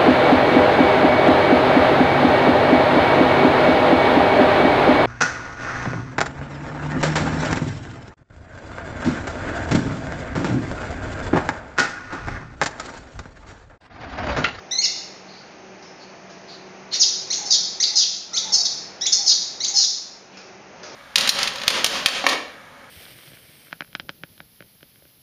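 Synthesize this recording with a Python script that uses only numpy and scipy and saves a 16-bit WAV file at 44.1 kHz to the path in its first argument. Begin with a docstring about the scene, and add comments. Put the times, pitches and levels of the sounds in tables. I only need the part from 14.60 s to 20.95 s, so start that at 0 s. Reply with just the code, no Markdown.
"""Throughout, motor lines beat over a rush of air in a tiled room. A baby monkey gives one shrill cry.
Soft squeaks and nudged toys follow: unsteady tones, and decaying noise bursts.
Then come six calls: harmonics sweep up in a clear squeal and thin out, then a stack of lines
one flutter rate apart falls as a harsh scream, and the recorder's gain ducks under the loud sounds.
A faint rustle and two more nudged toys close the scene."""
import sys
import numpy as np
from scipy import signal
from scipy.fft import rfft, irfft, next_fast_len
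from scipy.io import wavfile
from scipy.ndimage import uniform_filter1d, minimum_filter1d, map_coordinates

SR = 44100
rng = np.random.default_rng(int(sys.argv[2]) if len(sys.argv) > 2 else 0)


def output_pcm(signal):
    """Save a mono or channel-first signal as 16-bit PCM at the path in sys.argv[1].

    Samples are clipped to [-1, 1] before scaling.
    """
    pcm = np.clip(np.atleast_2d(signal).T, -1, 1) * 32767
    wavfile.write(sys.argv[1], SR, np.round(pcm).astype(np.int16))


N = 280035
TIME = np.arange(N) / SR  # s
TOP_HZ = 15700


def amp(db):
    """Logarithmic level: decibels to an amplitude ratio."""
    return 10 ** (np.asarray(db) / 20)


def unit(x):
    """Power normalization: scales a signal to rms 1."""
    return x / np.sqrt(np.mean(x ** 2) + 1e-20)


def along(points, hz):
    """Spectral envelope: (f/Hz, value) points interpolated on a logarithmic frequency axis."""
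    f, value = np.transpose(points)
    return np.interp(np.log(hz + 1), np.log(f + 1), value)


def curves(rows, t):
    """Temporal envelopes: each column after the time, interpolated at the times t."""
    knot_times, *columns = np.transpose(rows)
    return [np.interp(t, knot_times, column) for column in columns]


def wobble(rate, t):
    """Band-limited random modulation: a smooth curve through `rate` random knots a second."""
    knots = (t - t[0]) * rate
    return map_coordinates(rng.standard_normal(int(knots[-1]) + 4), [knots + 1])


def filtered(x, gain):
    """Linear filtering: the spectrum of x times a gain that depends on frequency."""
    m = next_fast_len(N + 8192)
    return irfft(rfft(x, m) * gain(np.fft.rfftfreq(m, 1 / SR)), m)[:N]


def noise(spectrum):
    """Coloured noise: white noise shaped by a spectral envelope, scaled to rms 1."""
    return unit(filtered(rng.standard_normal(N), lambda hz: amp(along(spectrum, hz))))


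def cycles(hz):
    """Instantaneous phase: the running integral of a frequency curve, in radians."""
    return 2 * np.pi * np.cumsum(hz) / SR


def voiced(start, end, edge=.003):
    """Gating: sample indices, times and a soft-edged window (edge in s) for one utterance."""
    at = np.arange(int((start - edge / 2) * SR), int((end + edge / 2) * SR))
    t = at / SR
    return at, t, np.clip(np.minimum(t - t[0], t[-1] - t) / edge, 0, 1)


# motor lines, of which close pairs beat: (f/Hz, relative level/dB)
MOTOR_LINES = [(145, -67.5), (187, -62.5), (191, -56.5), (312, -64), (375.6, -55.5), (379, -76),
               (610, -58.5), (682, -61), (781, -60)]
# spectrum of the rush of air: (f/Hz, relative density/dB)
AIR_SPECTRUM = [(15, -59), (25, -28), (64, -19.5), (149, -10), (184, -6.5), (274, -9.5), (300, -8.5),
                (371, -5), (458, -7.5), (863, -7.5), (971, -11.5), (2480, -14.5), (3530, -24.5),
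                (6340, -20.5), (6800, -27), (8840, -66.5), (15000, -120)]
# slow drift, of which only the departure from the mean counts: (t/s, hum level/dB, air level/dB)
BACKGROUND_DRIFT = [(0.0, -57, -47), (1.98, -56, -47), (2.88, -58, -43.5), (3.64, -61.5, -51),
                    (3.86, -59, -44.5), (5.04, -63.5, -46.5), (5.27, -64.5, -50.5), (6.07, -58, -48),
                    (6.35, -69, -43.5)]


def background(hum_db=-52.0, air_db=-44.0, waver_db=4.0, drift=0.87):
    """Beating: neighbouring motor lines interfere, each wavering, over a drifting broadband rush of air."""
    hum_level, air_level = (level - level.mean() for level in curves(BACKGROUND_DRIFT, TIME))
    hum = np.zeros(N)
    for hz, db in MOTOR_LINES:
        strength = amp(db + waver_db * wobble(4.5, TIME))
        hum += strength * np.sin(2 * np.pi * hz * TIME + drift * wobble(6, TIME))
    return amp(hum_db + hum_level) * unit(hum) + amp(air_db + air_level) * noise(AIR_SPECTRUM)


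# reverberation time of the tiled room: (f/Hz, t60/s)
REVERBERATION = [(300, 0.22), (2000, 0.95), (4500, 0.64), (7000, 0.67), (14000, 0.85)]


def room(x, gap=.002, early_db=2, early_t60=0.039):
    """Reverberation: quick dense echoes off floor and near walls, then a ring whose decay varies with f."""
    hz, t, z = signal.stft(rng.standard_normal(SR), SR, nperseg=256)
    fade = amp(-60 * t / along(REVERBERATION, hz)[:, None]) + amp(early_db - 60 * t / early_t60)
    tail = signal.istft(z * fade, SR, nperseg=256)[1]
    tail = np.pad(tail / np.linalg.norm(tail), (int(gap * SR), 0))  # unit energy, after a gap in s
    return signal.fftconvolve(x, tail)[:N]


# toys nudged: (t/s, relative level/dB, further level of the thud/dB)
NUDGES = [(1.225, -43.5, -4), (1.7, -42.5, -19), (5.771, -37.5, -4.5), (6.232, -33, -2.5)]
# spectrum of the contact: (f/Hz, relative density/dB)
TAP_SPECTRUM = [(500, -12), (1300, 17.5), (3000, 6), (5500, 18), (12000, -21)]
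# spectrum of the dull thud: (f/Hz, relative density/dB)
THUD_SPECTRUM = [(120, -63), (350, 18), (700, 4.5), (1500, -27)]


def bumps(t60=0.67, tap_db=-8, thud_db=-8, click_db=3, click_t60=0.052):
    """Impact decay: toys nudged on a foam mat give click and scuff over a thud, fading at two rates (s)."""
    out, tap, thud = np.zeros(N), noise(TAP_SPECTRUM), noise(THUD_SPECTRUM)
    for start, db, low_db in NUDGES:
        age = abs(TIME - start)
        decay = amp(-60 * age / t60) + amp(click_db - 60 * age / click_t60)
        fade = (TIME >= start) * amp(db) * decay
        out += fade * (amp(tap_db) * tap + amp(thud_db + low_db) * thud)
    return out


# faint low whines: (t/s, length/s, first f/Hz, last f/Hz, relative level/dB)
LOW_WHINES = [(2.76, 0.14, 850, 788, -45.5), (3.31, 0.064, 900, 796, -48.5),
              (3.717, 0.059, 1330, 1340, -44), (3.85, .2, 898, 656, -44), (4.58, .09, 847, 732, -44),
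              (5.1, 0.1, 828, 765, -44.5)]
# soft squeaks, and a faint rustle at the end: (t/s, length/s, mean f/Hz, relative level/dB, roughness from 0 up)
SQUEAKS_AND_RUSTLE = [(0.678, 0.15, 4450, -50, 0.83), (1.226, 0.095, 5290, -51.5, 0.24),
                      (1.398, 0.052, 4450, -48, 0.74), (1.7, .04, 5300, -57, 0.55),
                      (1.882, 0.073, 4520, -44, 1.04), (2.322, 0.032, 4300, -24.5, 0.88),
                      (5.72, 0.087, 2447, -51, 1.26)]
# spectrum of husky noise, also used in the squeals: (f/Hz, relative density/dB)
RASP_SPECTRUM = [(200, -70), (1200, -21.5), (2900, -14.5), (4000, -13), (6500, -16.5), (10000, -15.5),
                 (15000, -25)]


def whimpers(whine_jitter=0.06, squeak_jitter=0.0824, rasp_db=-4):
    """Random frequency modulation: unsteady low whines, and squeaks and a rustle, husky with noise."""
    out, rasp = np.zeros(N), noise(RASP_SPECTRUM)
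    for start, length, first_hz, last_hz, db in LOW_WHINES:
        at, t, gate = voiced(start, start + length, edge=0.015)
        pitch = np.linspace(first_hz, last_hz, len(t))
        tone = np.sqrt(2) * np.sin(cycles(pitch * (1 + whine_jitter * wobble(250, t))))
        out[at] += gate * amp(db) * tone
    for start, length, pitch, db, rough in SQUEAKS_AND_RUSTLE:
        at, t, gate = voiced(start, start + length, edge=0.024)
        tone = np.sqrt(2) * np.sin(cycles(pitch * (1 + squeak_jitter * rough * wobble(1400, t))))
        out[at] += gate * amp(db) * (tone + amp(rasp_db) * rough * rasp[at])
    return out


# opening cry, a held note that steps up into a rough arch: (t/s, f/Hz, relative level/dB, roughness)
OPENING_CRY = [(.111, 1802, -24.5, .15), (0.125, 2030, -21, 0.01), (.178, 2040, -32, 0.14),
               (.192, 2162, -16, 0), (.207, 2135, -34, 0.13), (.219, 2230, -19.5, 0.26),
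               (.228, 3000, -18.5, 0.21), (.24, 2727, -15, 0.1), (.25, 2217, -14.5, 0.22),
               (.264, 1697, -22.5, 0.75)]
# rising squeals: (t/s, hold/s, sweep/s, thin tail/s, held f/Hz, top f/Hz, last f/Hz,
# relative held level/dB, relative top level/dB, roughness, weight of the fundamental at the top/dB)
RISING_SQUEALS = [ (2.331, 0.017, .012, 0.012, 1964, 4200, 5300, -23.5, -19.5, .35, -1),
                  (2.703, .012, .028, 0.061, 2297, 5680, 6800, -22, -16.5, 0.07, -8),
                  (3.201, .022, .019, 0.06, 2241, 4546, 5140, -20.5, -14, 0.27, -2),
                  (3.733, 0.02, .032, 0.0034, 2198, 5820, 6530, -24, -13, 0.18, -1),
                  (4.41, .044, .015, .034, 1979, 3520, 3675, -25, -14.5, 0.17, 5),
                  (5.003, 0.03, .016, 0.067, 2227, 3575, 7460, -25, -14, 0.2, -4)]


def squeal_shapes():
    """Glissando: the cry, then squeals that scoop to a note, hold, sweep up as they swell, and thin out."""
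    held_fundamental_db = -4.5  # weight of the fundamental while a note is held
    scoop_depth, scoop_s = 0.215, 0.00854  # share below the note at the start, time constant of the slide
    sweep_curve = 1.8  # the upward sweep speeds up with this power of time
    # past the top the level drops over thin_s, fades on along the tail, and roughness nears thin_rough
    thin_db, thin_s, fade_db, thin_rough = 11.5, 0.011, 5, .7
    at, t, gate = voiced(OPENING_CRY[0][0], OPENING_CRY[-1][0])
    yield at, t, gate, *curves(OPENING_CRY, t), held_fundamental_db
    for (start, hold, sweep, tail, held_hz, top_hz, last_hz,
         held_db, top_db, rough, full_db) in RISING_SQUEALS:
        top = start + hold + sweep
        at, t, gate = voiced(start, top + tail)
        scoop = 1 - scoop_depth * np.exp(-(t - start) / scoop_s)
        climb = np.clip((t - start - hold) / sweep, 0, 1) ** sweep_curve
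        thin = np.clip((t - top) / thin_s, 0, 1)
        fade = np.clip((t - top) / tail, 0, 1)
        pitch = held_hz * scoop * (top_hz / held_hz) ** climb * (last_hz / top_hz) ** np.sqrt(fade)
        db = held_db + (top_db - held_db) * climb - thin_db * thin - fade_db * fade
        roughness = rough + (thin_rough - rough) * thin
        fundamental_db = held_fundamental_db * (1 - climb) + full_db * climb
        yield at, t, gate, pitch, db, roughness, fundamental_db


# pass band of the throat, shared by squeals and screams: (f/Hz, relative gain/dB)
THROAT_BAND = [(1500, -21), (2100, -10), (2900, -11), (3600, -5.5), (4400, 2), (5300, 3.5), (6300, 0),
               (7100, -4), (10000, -10.5), (15000, -18.5)]


def squeals(jitter=0.07, shimmer_db=6, slope_db=-2, rasp_db=-10, doubling_db=-10, flicker_db=4.0):
    """Source and filter: harmonics sweep through the throat's pass band; roughness doubles the period."""
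    out, rasp = np.zeros(N), noise(RASP_SPECTRUM)
    k = np.arange(2, 17)[:, None] / 2  # harmonic numbers 1 to 8 in half steps
    for at, t, gate, pitch, db, rough, full_db in squeal_shapes():
        pitch = pitch * (1 + jitter * rough * wobble(900, t) + 0.0063 * wobble(149.4, t))
        size_db = along(THROAT_BAND, k * pitch) + slope_db * np.log2(k) + full_db * (k == 1)
        size = amp(size_db) * (k * pitch < TOP_HZ)
        size = size * np.where(k % 1, amp(doubling_db) * rough, 1)  # lines halfway between harmonics
        flicker = amp(flicker_db * np.array([wobble(161.7, t) for _ in k]))
        tone = (size * flicker * np.sin(k * cycles(pitch))).sum(0)
        tone = tone / np.sqrt((size ** 2).sum(0) / 2)
        level = amp(db + shimmer_db * rough * wobble(504.4, t))
        out[at] += gate * level * (tone + amp(rasp_db) * rough * rasp[at])
    return out


# falling screams: (t/s, rise/s, sag/s, first f/Hz, last f/Hz, power of time of the fall,
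# relative peak level/dB, sag/dB, first roughness, torn roughness, flutter rate over pitch)
FALLING_SCREAMS = [ (2.397, .021, .022, 5600, 2655, 1.44, -6.5, 6.5, 0.3, 0.71, 0.21),
                   (2.854, 0.0071, 0.05, 4470, 4410, 1.07, -25, 4, 0.4, 0.65, 0.19),
                   (2.905, 0.024, .032, 4048, 3024, 1.2, -8.5, 10.5, 0.57, 0.8, .21),
                   (3.357, .016, .070, 4380, 2495, 1.35, -8, 14.5, .6, 1.07, .2),
                   (3.921, 0.025, 0.0168, 4626, 4156, 1.2, -7, 12, .25, 0.81, .2),
                   (3.962, 0.012, 0.046, 3930, 3826, 0.97, -20, 1, .6, 0.32, .2),
                   (4.049, .004, 0.0181, 3880, 3150, 1.085, -10.5, 15, 0.53, 1.2, .2),
                   (4.523, 0.0064, 0.0485, 4470, 4394, 1.1, -11, 12.5, 1.04, 1, .2),
                   (4.663, 0.022, .046, 4493, 3040, 1.3, -9.5, 8.5, 0.65, .9, .2),
                   (5.139, 0.03, .082, 4458, 3300, 2.2, -11.5, 6.5, 0.32, 0.97, 0.18)]


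def scream_shapes():
    """Envelope and glide: each scream swells and sags as its pitch falls and its roughness shifts."""
    rise_db = 18  # swell of a smooth start to its peak
    rough_start_db = 15.5  # a start of roughness 1 is this much louder, and so more abrupt
    tear_s = 0.049  # time until the torn roughness is reached
    for (start, rise, sag, first_hz, last_hz, bend, peak_db, sag_db,
         first_rough, torn_rough, flutter_ratio) in FALLING_SCREAMS:
        at, t, gate = voiced(start, start + rise + sag)
        age = np.maximum(t - start, 0)
        pitch = first_hz + (last_hz - first_hz) * (age / (rise + sag)) ** bend
        start_drop_db = rise_db - rough_start_db * first_rough
        db = peak_db - np.interp(age, [0, rise, rise + sag], [start_drop_db, 0, sag_db])
        roughness = np.interp(age, [0, tear_s], [first_rough, torn_rough])
        yield at, t, gate, pitch, db, roughness, flutter_ratio


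# lines of a scream, from its pitch upwards, one flutter rate apart: relative level/dB
FLUTTER_LINES = [-0.5, 1, 0, 0, -2.5, -3, -12.5]
# spectrum of the turbulence that rides on the pitch: (f above the pitch/Hz, relative density/dB)
TURBULENCE_SPECTRUM = [(60, -38), (500, 12.5), (2500, -3), (3600, -20), (7000, -9), (9000, -42)]
# spectrum of the broad rush under a scream: (f/Hz, relative density/dB)
SKIRT_SPECTRUM = [(200, -56), (800, -18), (1600, -10), (2400, -11), (3200, -2), (4500, -8.5), (7000, 4.5),
                  (12000, -7)]


def screams(jitter=0.022, flutter_jitter=0.1206, tear=0.97, shimmer_db=4.0, rasp_db=-11,
            skirt_db=-14, second_db=-13, third_db=-20):
    """Biphonation: a flutter stacks lines above a whistle-high pitch; strain tears them into chaos."""
    out, turbulence = np.zeros(N), signal.hilbert(noise(TURBULENCE_SPECTRUM))
    skirt = noise(SKIRT_SPECTRUM)
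    line_db = np.array(FLUTTER_LINES)[:, None]
    step = np.arange(len(FLUTTER_LINES))[:, None]
    for at, t, gate, pitch, db, rough, flutter_ratio in scream_shapes():
        whistle = cycles(pitch * (1 + jitter * rough * wobble(1121, t)))
        flutter = cycles(pitch * flutter_ratio * (1 + flutter_jitter * rough * wobble(509.2, t)))
        # the lowest line is not torn, so the scream keeps a sharp falling edge
        torn = tear * rough * np.sqrt(step) * np.array([wobble(598.3, t) for _ in step])
        phase = whistle + step * flutter + torn
        # one line leads in smooth moments, the rest grow with roughness; the throat weights them all
        size = amp(line_db + along(THROAT_BAND, pitch * (1 + step * flutter_ratio)))
        size = size * np.where(step == 1, 1, np.sqrt(abs(rough)))
        lines = np.sin(phase) + amp(second_db) * np.sin(phase + whistle)
        lines = lines + amp(third_db) * np.sin(phase + 2 * whistle)
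        tone = (size * lines).sum(0) / np.sqrt((size ** 2).sum(0) / 2)
        # single-sideband shift: the turbulence rides on the pitch
        hiss = amp(rasp_db) * rough * np.real(turbulence[at] * np.exp(1j * whistle))
        hiss = hiss + amp(skirt_db) * rough * skirt[at]
        level = amp(db + shimmer_db * rough * wobble(482.5, t))
        out[at] += gate * level * (tone + hiss)
    return out


def scene(direct_db=-2.0, room_db=0):
    """Superposition: monkey and toys heard directly and through the room, added to the background."""
    near = squeals() + screams() + whimpers() + bumps()
    return (amp(direct_db) * near + amp(room_db) * room(near) + background())[None]


RECORDING_RESPONSE = [(6700, 0), (7250, -10), (7600, -30.5), (7950, -40.5), (8500, -29.5), (10800, -27),
                      (11800, -52.5), (13000, -28), (15000, -37)]


def record(dry, threshold_db=-19, squeeze=0.25, release=0.52):
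    """Dynamic compression: a band-limited recording chain, slowly recovering gain and a peak limiter."""
    x = filtered(dry[0], lambda hz: amp(along(RECORDING_RESPONSE, hz)))
    loudness = np.sqrt(abs(uniform_filter1d(x ** 2, size=441)))  # rms over 10 ms
    # peaks are held and decay with the release time constant in s
    held = np.maximum.accumulate(loudness * np.exp(TIME / release)) * np.exp(-TIME / release)
    x = x * np.maximum(held / amp(threshold_db), 1) ** -squeeze
    needed = 1 / np.maximum(abs(x) / .8, 1)  # gain that keeps peaks within 0.8
    x = x * uniform_filter1d(minimum_filter1d(needed, size=221), size=221)
    return filtered(x, lambda hz: hz < TOP_HZ)[None]


dry = scene()
out = record(dry)
output_pcm(out)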